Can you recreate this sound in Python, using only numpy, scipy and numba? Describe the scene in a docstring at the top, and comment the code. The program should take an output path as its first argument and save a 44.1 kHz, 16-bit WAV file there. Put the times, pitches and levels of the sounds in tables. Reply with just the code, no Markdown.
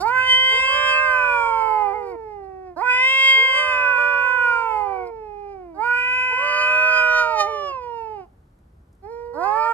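"""Two cats yowl on a garden wall

Each long wail is a buzz of the vocal folds with hiss in every cycle, shaped by two moving mouth resonances.
A ginger and a white cat overlap, following drawn pitches; the jaw lifts the first resonance.
The treble glances off the wall top, and wall and ground return a faint, dull echo.
Behind them: a wavering engine drone, traffic rumble, a wash of air and three tiny claw scrapes."""
import sys
import numpy as np
from scipy import signal
from scipy.fft import rfft, irfft, next_fast_len
from scipy.io import wavfile
from scipy.ndimage import uniform_filter1d, map_coordinates
from numba import njit

SR = 44100
rng = np.random.default_rng(int(sys.argv[2]) if len(sys.argv) > 2 else 0)


def dump_mix(stems):
    """Bounce the given channels to the path in sys.argv[1] as a 16-bit WAV at rate SR."""
    frames = np.atleast_2d(stems).T  # one column per channel
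    limited = np.clip(frames, -1, 1)  # hard clip at full scale
    pcm = np.round(limited * 32767).astype(np.int16)
    wavfile.write(sys.argv[1], SR, pcm)


N = 429093
TIME = np.arange(N) / SR
BINS_HZ = np.fft.rfftfreq(N, 1 / SR)
TOP_HZ = 13200


def undb(db):
    """Decibels to gain."""
    return 10 ** (np.asarray(db) / 20)


def unit(x):
    """Scale to rms 1."""
    return x / np.sqrt(np.mean(x ** 2))


def curves(table, t):
    """Columns of a table, joined by straight lines along the first."""
    s, *columns = np.transpose(table)
    return [np.interp(t, s, column) for column in columns]


def along(points, hz):
    """Read (Hz, value) points on a log-frequency axis."""
    f, value = np.transpose(points)
    return np.interp(np.log(hz + 1), np.log(np.abs(f) + 1), value)


def colour(x, points):
    """Filter by a (Hz, dB) spectrum."""
    size = next_fast_len(len(x) + SR // 10)
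    gain = undb(along(points, np.fft.rfftfreq(size, 1 / SR)))
    return irfft(rfft(x, size) * gain, size)[:len(x)]


def walk(rate_hz, size):
    """Smooth random curve of rms 1 that changes about rate_hz times a second."""
    hold = max(int(SR / rate_hz), 2)
    steps = np.repeat(rng.standard_normal(size // hold + 2), hold)
    return unit(uniform_filter1d(steps, hold)[:size])


# distant traffic, before the level offsets: time_s, drone_db, rumble_db
TRAFFIC_LEVELS = [(0, -65, -49.5), (1.5, -52.5, -56.5), (2.8, -62.5, -60), (3.8, -62, -56.5),
                  (5.2, -53, -59.5), (6.6, -64, -56), (7.2, -52.5, -58), (7.7, -71.5, -56),
                  (8.7, -60, -56.5), (9.2, -59, -55.5), (9.73, -63.5, -58)]
# rumble spectrum, relative: freq_hz, density_db
RUMBLE_SPECTRUM = [(25, -28.5), (45, -9.5), (62, 4), (90, -1.5), (125, -9), (200, -11.5), (400, -50.5)]
# air spectrum, relative: freq_hz, density_db
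AIR_SPECTRUM = [(60, -13), (170, -4), (300, -3.5), (600, -12.5), (1400, -19.5), (2500, -32.5),
                (5000, -40.5), (13000, -53)]


def traffic(drone_hz, drone_offset_db, rumble_offset_db, air_db):
    """Wavering sine engine drone and noise rumble, alike in both ears, under a thin wide wash of air."""
    drone_db, rumble_db = curves(TRAFFIC_LEVELS, TIME)
    phase = 2 * np.pi * np.cumsum(drone_hz * (1 + 0.16 * walk(9.8, N))) / SR
    drone = unit(np.sin(phase) * undb(2.3 * walk(16, N))) * undb(drone_db + drone_offset_db)
    rumble = unit(colour(rng.standard_normal(N), RUMBLE_SPECTRUM)) * undb(rumble_db + rumble_offset_db)
    mid = colour(rng.standard_normal(N), AIR_SPECTRUM)
    side = colour(rng.standard_normal(N), AIR_SPECTRUM)
    side = colour(side, [(200, -18.5), (600, 1.5)])
    air = unit(np.array([mid + side, mid - side]))
    return drone + rumble + undb(air_db) * air


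# scrapes on concrete: start_s, peak_db, centre_hz
CLAW_SCRAPES = [(8.588, -60, 1405), (8.928, -60, 7970), (8.95, -66, 8000)]


def claws(decay_s):
    """Each scrape is a tiny decaying noise burst around one centre frequency."""
    out = np.zeros(N)
    t = TIME[:SR // 10]
    for start_s, peak_db, centre_hz in CLAW_SCRAPES:
        burst = rng.standard_normal(len(t)) * np.exp(-t / decay_s)
        grit = colour(burst, [(centre_hz / 4, -20), (centre_hz, 0), (centre_hz * 2, -12)])
        out[int(start_s * SR):][:len(t)] += undb(peak_db) * grit / np.abs(grit).max()
    return out


def yard(x, wet_db, t60_s, damp_hz):
    """Scattered, duller echoes from wall and ground: decaying noise tails, unrelated left and right."""
    t = TIME[:SR]
    tail = rng.standard_normal((2, SR)) * undb(-60 * t / t60_s) * (t > .006)
    tail /= np.sqrt(np.sum(tail[0] ** 2))
    tail = signal.lfilter(*signal.butter(1, damp_hz, fs=SR), tail)
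    return undb(wet_db) * signal.fftconvolve(x[None], tail, axes=1)[:, :N]


def bounce(x, lag_s, sway_s, bounce_db):
    """Treble glances off the wall top; as the heads sway the lag drifts and overtones swell and dip."""
    lag = lag_s + sway_s * uniform_filter1d(walk(3, N), SR // 5)
    treble = signal.lfilter(*signal.butter(2, 3000, "high", fs=SR), x)
    return x + undb(bounce_db) * map_coordinates(treble, [(TIME - lag) * SR], order=3)


# level difference of the two microphone ports: freq_hz, left_minus_right_db
PORT_LEVELS = [(250, 1), (500, -6.5), (820, -18), (1050, -7), (1500, -7), (2100, 1.5), (3200, -2),
               (7000, 1)]
# phase difference of the ports: freq_hz, left_lead_rad
PORT_LEADS = [(250, -1.4), (700, -0.75), (980, 0.36), (1400, 0.57), (1640, -2.5), (1850, 1.39), (2800, 2),
              (4800, 2), (6500, 3.5), (7600, 8), (12500, 8.5)]


def ports(x):
    """The body of the phone shades and delays the sound differently at its two ports."""
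    ratio, lead_rad = undb(along(PORT_LEVELS, BINS_HZ)), along(PORT_LEADS, BINS_HZ)
    right = rfft(x) * np.sqrt(2 / (1 + ratio ** 2))
    left = right * ratio * np.exp(1j * lead_rad)
    return np.array([irfft(left, N), irfft(right, N)])


@njit
def resonance(x, hz, width_hz):
    """Moving two-pole resonance: flat below its centre, falling above."""
    y, band, low = np.empty(len(x)), 0., 0.
    for i in range(len(x)):
        g, k = np.tan(np.pi * hz[i] / SR), width_hz / hz[i]
        v = (band + g * (x[i] - low)) / (1 + g * (g + k))
        y[i] = low + g * v
        band, low = 2 * v - band, 2 * y[i] - low
    return y


def folds(hz, rough, jitter, shimmer, waver):
    """Buzz of equal harmonics, less even the rougher the voice, and a puff of turbulence every cycle."""
    size = len(hz)
    stretch = 1 + waver * walk(25, size) + jitter * rough * walk(220, size)
    phase = 2 * np.pi * np.cumsum(hz * stretch) / SR
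    buzz = np.zeros(size)
    for k in range(1, int(TOP_HZ / np.median(hz)) + 2):
        buzz += np.sqrt(2) * np.cos(k * phase)
    puffs = (1 + np.cos(phase)) * rng.standard_normal(size)
    return buzz * (1 + shimmer * rough * walk(400, size)), rough * puffs


def span(pitch):
    """Mask of the samples that a wail lasts."""
    return (TIME >= pitch[0][0]) & (TIME <= pitch[-1][0])


SHUT_HZ, GAPE_HZ = 500, 2280  # first mouth resonance, jaw shut and wide open
PRESS_S = 0.64  # decay time of the pressed onset


def mouth_shape(t, jaw, effort_db, second_hz, bright_db, gape_db, press_db):
    """The jaw lifts the first resonance and the brightness; pressed folds at the start sound brighter."""
    first_hz = SHUT_HZ + jaw * (GAPE_HZ - SHUT_HZ)
    pressed_db = press_db * np.exp(-(t - t[0]) / PRESS_S)
    return effort_db, first_hz, second_hz, bright_db + jaw * gape_db + pressed_db


# air hissing between the teeth: freq_hz, gain_db
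TEETH_SPECTRUM = [(1400, -18.5), (2200, -14.5), (3300, -20.5), (4200, -1), (5100, -2.5), (6000, -17),
                  (7600, -17.5), (12500, -17)]
GLIDE_S = .02  # time the folds need to change pitch


def cat(pitches, mouths, throat, first_width_hz, second_width_hz, taut_hz, slack_rough, onset_rough,
        jitter, shimmer, flutter_db, hiss_db, attack_s, release_s):
    """Wails start hoarse, ring cleaner at high pitch and fray as it sinks; mouth resonances shape the buzz."""
    voice, hiss = np.zeros(N), np.zeros(N)
    for pitch, mouth in zip(pitches, mouths):
        on = span(pitch)
        t = TIME[on]
        since_s, left_s = t - t[0], t[-1] - t
        hz = uniform_filter1d(curves(pitch, t)[0], int(GLIDE_S * SR), mode="nearest")
        effort_db, first_hz, second_hz, bright_db = mouth
        fade = np.clip(np.minimum(since_s / attack_s, left_s / release_s), 0, 1)
        effort = undb(effort_db) * fade
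        # taut folds swing evenly; slack or just starting folds do not
        slack = np.clip((taut_hz - hz) / 70, 0, 1)
        rough = .12 + slack_rough * slack + onset_rough * np.exp(-since_s / .045)
        buzz, puffs = folds(hz, rough, jitter, shimmer, waver=0.001)
        # harder closing folds lift the treble; its level also wavers at random
        soft = signal.lfilter(*signal.butter(1, 2000, fs=SR), buzz)
        source = soft + undb(bright_db + flutter_db * walk(14, len(t))) * (buzz - soft)
        source = resonance(source, first_hz, float(first_width_hz))
        voice[on] += effort * resonance(source, second_hz, float(second_width_hz))
        # a hard, rough voice hisses in spurts, bypassing the mouth resonances
        hiss[on] += effort * puffs * undb(hiss_db + bright_db + 6.0 * walk(30, len(t)))
    return colour(voice, throat) + colour(hiss, TEETH_SPECTRUM)


# law of pitch, jaw (0 shut, 1 gaping) and effort, before wail level: pitch_hz, jaw_0_1, effort_db
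WHITE_PITCH_LAW = [(300, 0, -54.5), (407, 0.15, -47.5), (476, .05, -43), (519.5, 0.33, -43.5),
                   (579, .32, -36), (631, 0.37, -31)]
# one row per wail: level_db, bright_db, shut_second_resonance_hz, least_jaw_0_1
WHITE_TONES = [(0.2, -15, 2030, .03), (-0.04, -20, 2300, .06), (0.5, -12, 2440, .19), (-1.2, -6, 1880, .06)]


def white_mouths(pitches, spread_hz):
    """The white cat's jaw and effort follow its pitch, and the jaw lifts both resonances."""
    for pitch, (level_db, bright_db, shut_hz, least_jaw) in zip(pitches, WHITE_TONES):
        t = TIME[span(pitch)]
        jaw, effort_db = curves(WHITE_PITCH_LAW, curves(pitch, t)[0])
        jaw = np.maximum(jaw, least_jaw)
        second_hz = shut_hz + jaw * spread_hz
        yield mouth_shape(t, jaw, effort_db + level_db, second_hz, bright_db, gape_db=14, press_db=4)


# fold pitch, one list per wail: time_s, pitch_hz
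WHITE_WAIL_PITCH = [
    [(0.5, 418.6), (0.6, 508.5), (0.768, 584), (1.08, 606), (1.356, 570.2), (1.598, 525), (2.1, 474.6),
     (2.436, 387), (2.678, 369.7), (2.77, 338)],
    [(3.35, 425.2), (3.598, 592.5), (3.682, 598), (3.906, 569.6), (3.98, 526.6), (3.984, 585.0),
     (4.188, 566.2), (4.292, 522.8), (4.926, 497.7), (5.3, 415.8), (5.52, 400), (5.829, 290.2)],
    [(6.3, 432.6), (6.432, 582), (6.868, 626.7), (7.332, 623.5), (7.66, 576.3), (7.812, 494),
     (8.142, 426.4), (8.266, 332)],
    [(9.02, 370.2), (9.112, 467.7), (9.402, 481), (9.606, 598.4), (9.728, 607.4)],
]
# fixed colour of throat, nose and higher resonances: freq_hz, gain_db
WHITE_THROAT_SPECTRUM = [(350, 8), (600, -1), (950, 4), (1250, -9.5), (1500, -5.5), (1850, -8.5),
                         (2100, -9.5), (2500, -7), (2800, -5.5), (3150, -9.5), (4000, 0.5), (5100, 19),
                         (8200, 15.5), (12500, 38.5)]


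def white_cat():
    """Wails with broad mouth resonances and an uneven treble level."""
    mouths = white_mouths(WHITE_WAIL_PITCH, spread_hz=1090)
    return cat(WHITE_WAIL_PITCH, mouths, WHITE_THROAT_SPECTRUM, first_width_hz=268, second_width_hz=410,
               taut_hz=587, slack_rough=0.61, onset_rough=0.94, jitter=0.0042, shimmer=0.018,
               flutter_db=7.0, hiss_db=-14.5, attack_s=0.032, release_s=.06)


# jaw gesture, one list per wail, effort before wail level: time_s, jaw_0_1, effort_db
GINGER_GESTURES = [
    [(0.01, 0.07, -39.3), (0.092, 0.38, -36), (0.307, 0.86, -36), (0.939, 0.71, -34), (1.009, 0.6, -35.5),
     (1.494, 0.34, -37), (1.865, 0.19, -36.0), (2.16, 0.0, -44)],
    [(2.772, 0.06, -41.5), (2.909, 0.69, -34.5), (3.108, 1, -35.5), (3.348, 0.94, -35.5),
     (3.947, 0.53, -37), (4.517, 0.53, -38), (4.759, 0.23, -39), (5.019, 0.08, -39.5), (5.097, 0.07, -50.5)],
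    [(5.755, 0.08, -58.5), (5.794, 0.15, -41), (5.857, 0.44, -39), (6.04, 0.76, -40.5),
     (6.693, 0.69, -38.0), (7.191, 0.56, -38.0), (7.38, 0.23, -40), (7.539, 0.03, -39.5),
     (7.718, 0.03, -50)],
    [(9.344, 0.06, -51), (9.385, 0.08, -40), (9.584, 0.32, -37.5), (9.729, 0.41, -38)],
]
# one row per wail: level_db, bright_db, gape_second_resonance_hz, lips_draw_back_s
GINGER_TONES = [(0.3, -7, 3400, .1), (0, -9, 3163, .08), (0.5, -9.5, 2720, .11), (0.6, -3, 2800, .7)]
# second resonance before lip rounding, up to half gape: jaw_0_1, resonance_hz
GINGER_SECOND_RESONANCE = [(0, 2260), (.14, 2200), (.33, 2500), (.56, 2450)]


def ginger_mouths(pitches, rounding_hz):
    """The ginger cat works its jaw freely; lips that start rounded lower the second resonance."""
    for pitch, gesture, tone in zip(pitches, GINGER_GESTURES, GINGER_TONES):
        level_db, bright_db, wide_hz, lips_s = tone
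        t = TIME[span(pitch)]
        jaw, effort_db = curves(gesture, t)
        second_hz = curves([*GINGER_SECOND_RESONANCE, (1, wide_hz)], jaw)[0]
        second_hz = second_hz - rounding_hz * np.exp(-(t - t[0]) / lips_s)
        yield mouth_shape(t, jaw, effort_db + level_db, second_hz, bright_db, gape_db=2, press_db=0.5)


# fold pitch, one list per wail: time_s, pitch_hz
GINGER_WAIL_PITCH = [
    [(0.0, 338.5), (0.066, 457.7), (0.136, 508.9), (0.632, 525.8), (1.048, 524.3), (1.288, 493),
     (1.428, 464.7), (1.794, 425.0), (1.924, 392.7), (1.948, 429.6), (2.106, 378.5), (2.165, 324)],
    [(2.76, 298.2), (2.8, 364.3), (2.835, 492), (2.94, 496.3), (3.118, 532.7), (3.432, 531.8),
     (3.718, 511.3), (3.988, 488.8), (4.332, 497.4), (4.596, 466.7), (4.982, 375.2), (5.11, 349)],
    [(5.74, 363.4), (5.802, 424.7), (5.854, 481.1), (6.168, 504.6), (6.832, 501.7), (7.194, 484.7),
     (7.32, 457.4), (7.451, 397.2), (7.486, 452), (7.725, 354.5)],
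    [(9.33, 257.5), (9.46, 399.5), (9.58, 445.5), (9.729, 462.6)],
]
# fixed colour of throat, nose and higher resonances: freq_hz, gain_db
GINGER_THROAT_SPECTRUM = [(350, 1), (600, -3), (950, 7), (1250, -1), (1500, .5), (1850, -16), (2100, -5),
                          (2500, -3), (2800, -8), (3150, 0), (3700, -4), (4250, -13), (4750, 14),
                          (6000, 11), (8200, 31), (12500, 27)]


def ginger_cat():
    """Wails with narrow mouth resonances, a hoarse onset and a quick attack."""
    mouths = ginger_mouths(GINGER_WAIL_PITCH, rounding_hz=720)
    return cat(GINGER_WAIL_PITCH, mouths, GINGER_THROAT_SPECTRUM, first_width_hz=200, second_width_hz=200,
               taut_hz=549.5, slack_rough=0.77, onset_rough=2.8, jitter=0.0055, shimmer=0.034,
               flutter_db=3.0, hiss_db=-10.5, attack_s=0.011, release_s=0.0069)


def scene():
    """Street, claws, echo and both cats."""
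    street = traffic(drone_hz=46, drone_offset_db=1.0, rumble_offset_db=2.5, air_db=-62)
    scrapes = claws(decay_s=0.0052)
    cats = bounce(ginger_cat() + white_cat(), lag_s=0.001144, sway_s=.0001, bounce_db=-1.5)
    echo = yard(cats, wet_db=-14.0, t60_s=0.36, damp_hz=1620)
    return street + scrapes + echo + ports(cats)


def record(dry):
    """The phone cuts the top with a steep low-pass."""
    return signal.sosfilt(signal.ellip(10, .2, 80, TOP_HZ, fs=SR, output="sos"), dry)


dry = scene()
out = record(dry)
dump_mix(out)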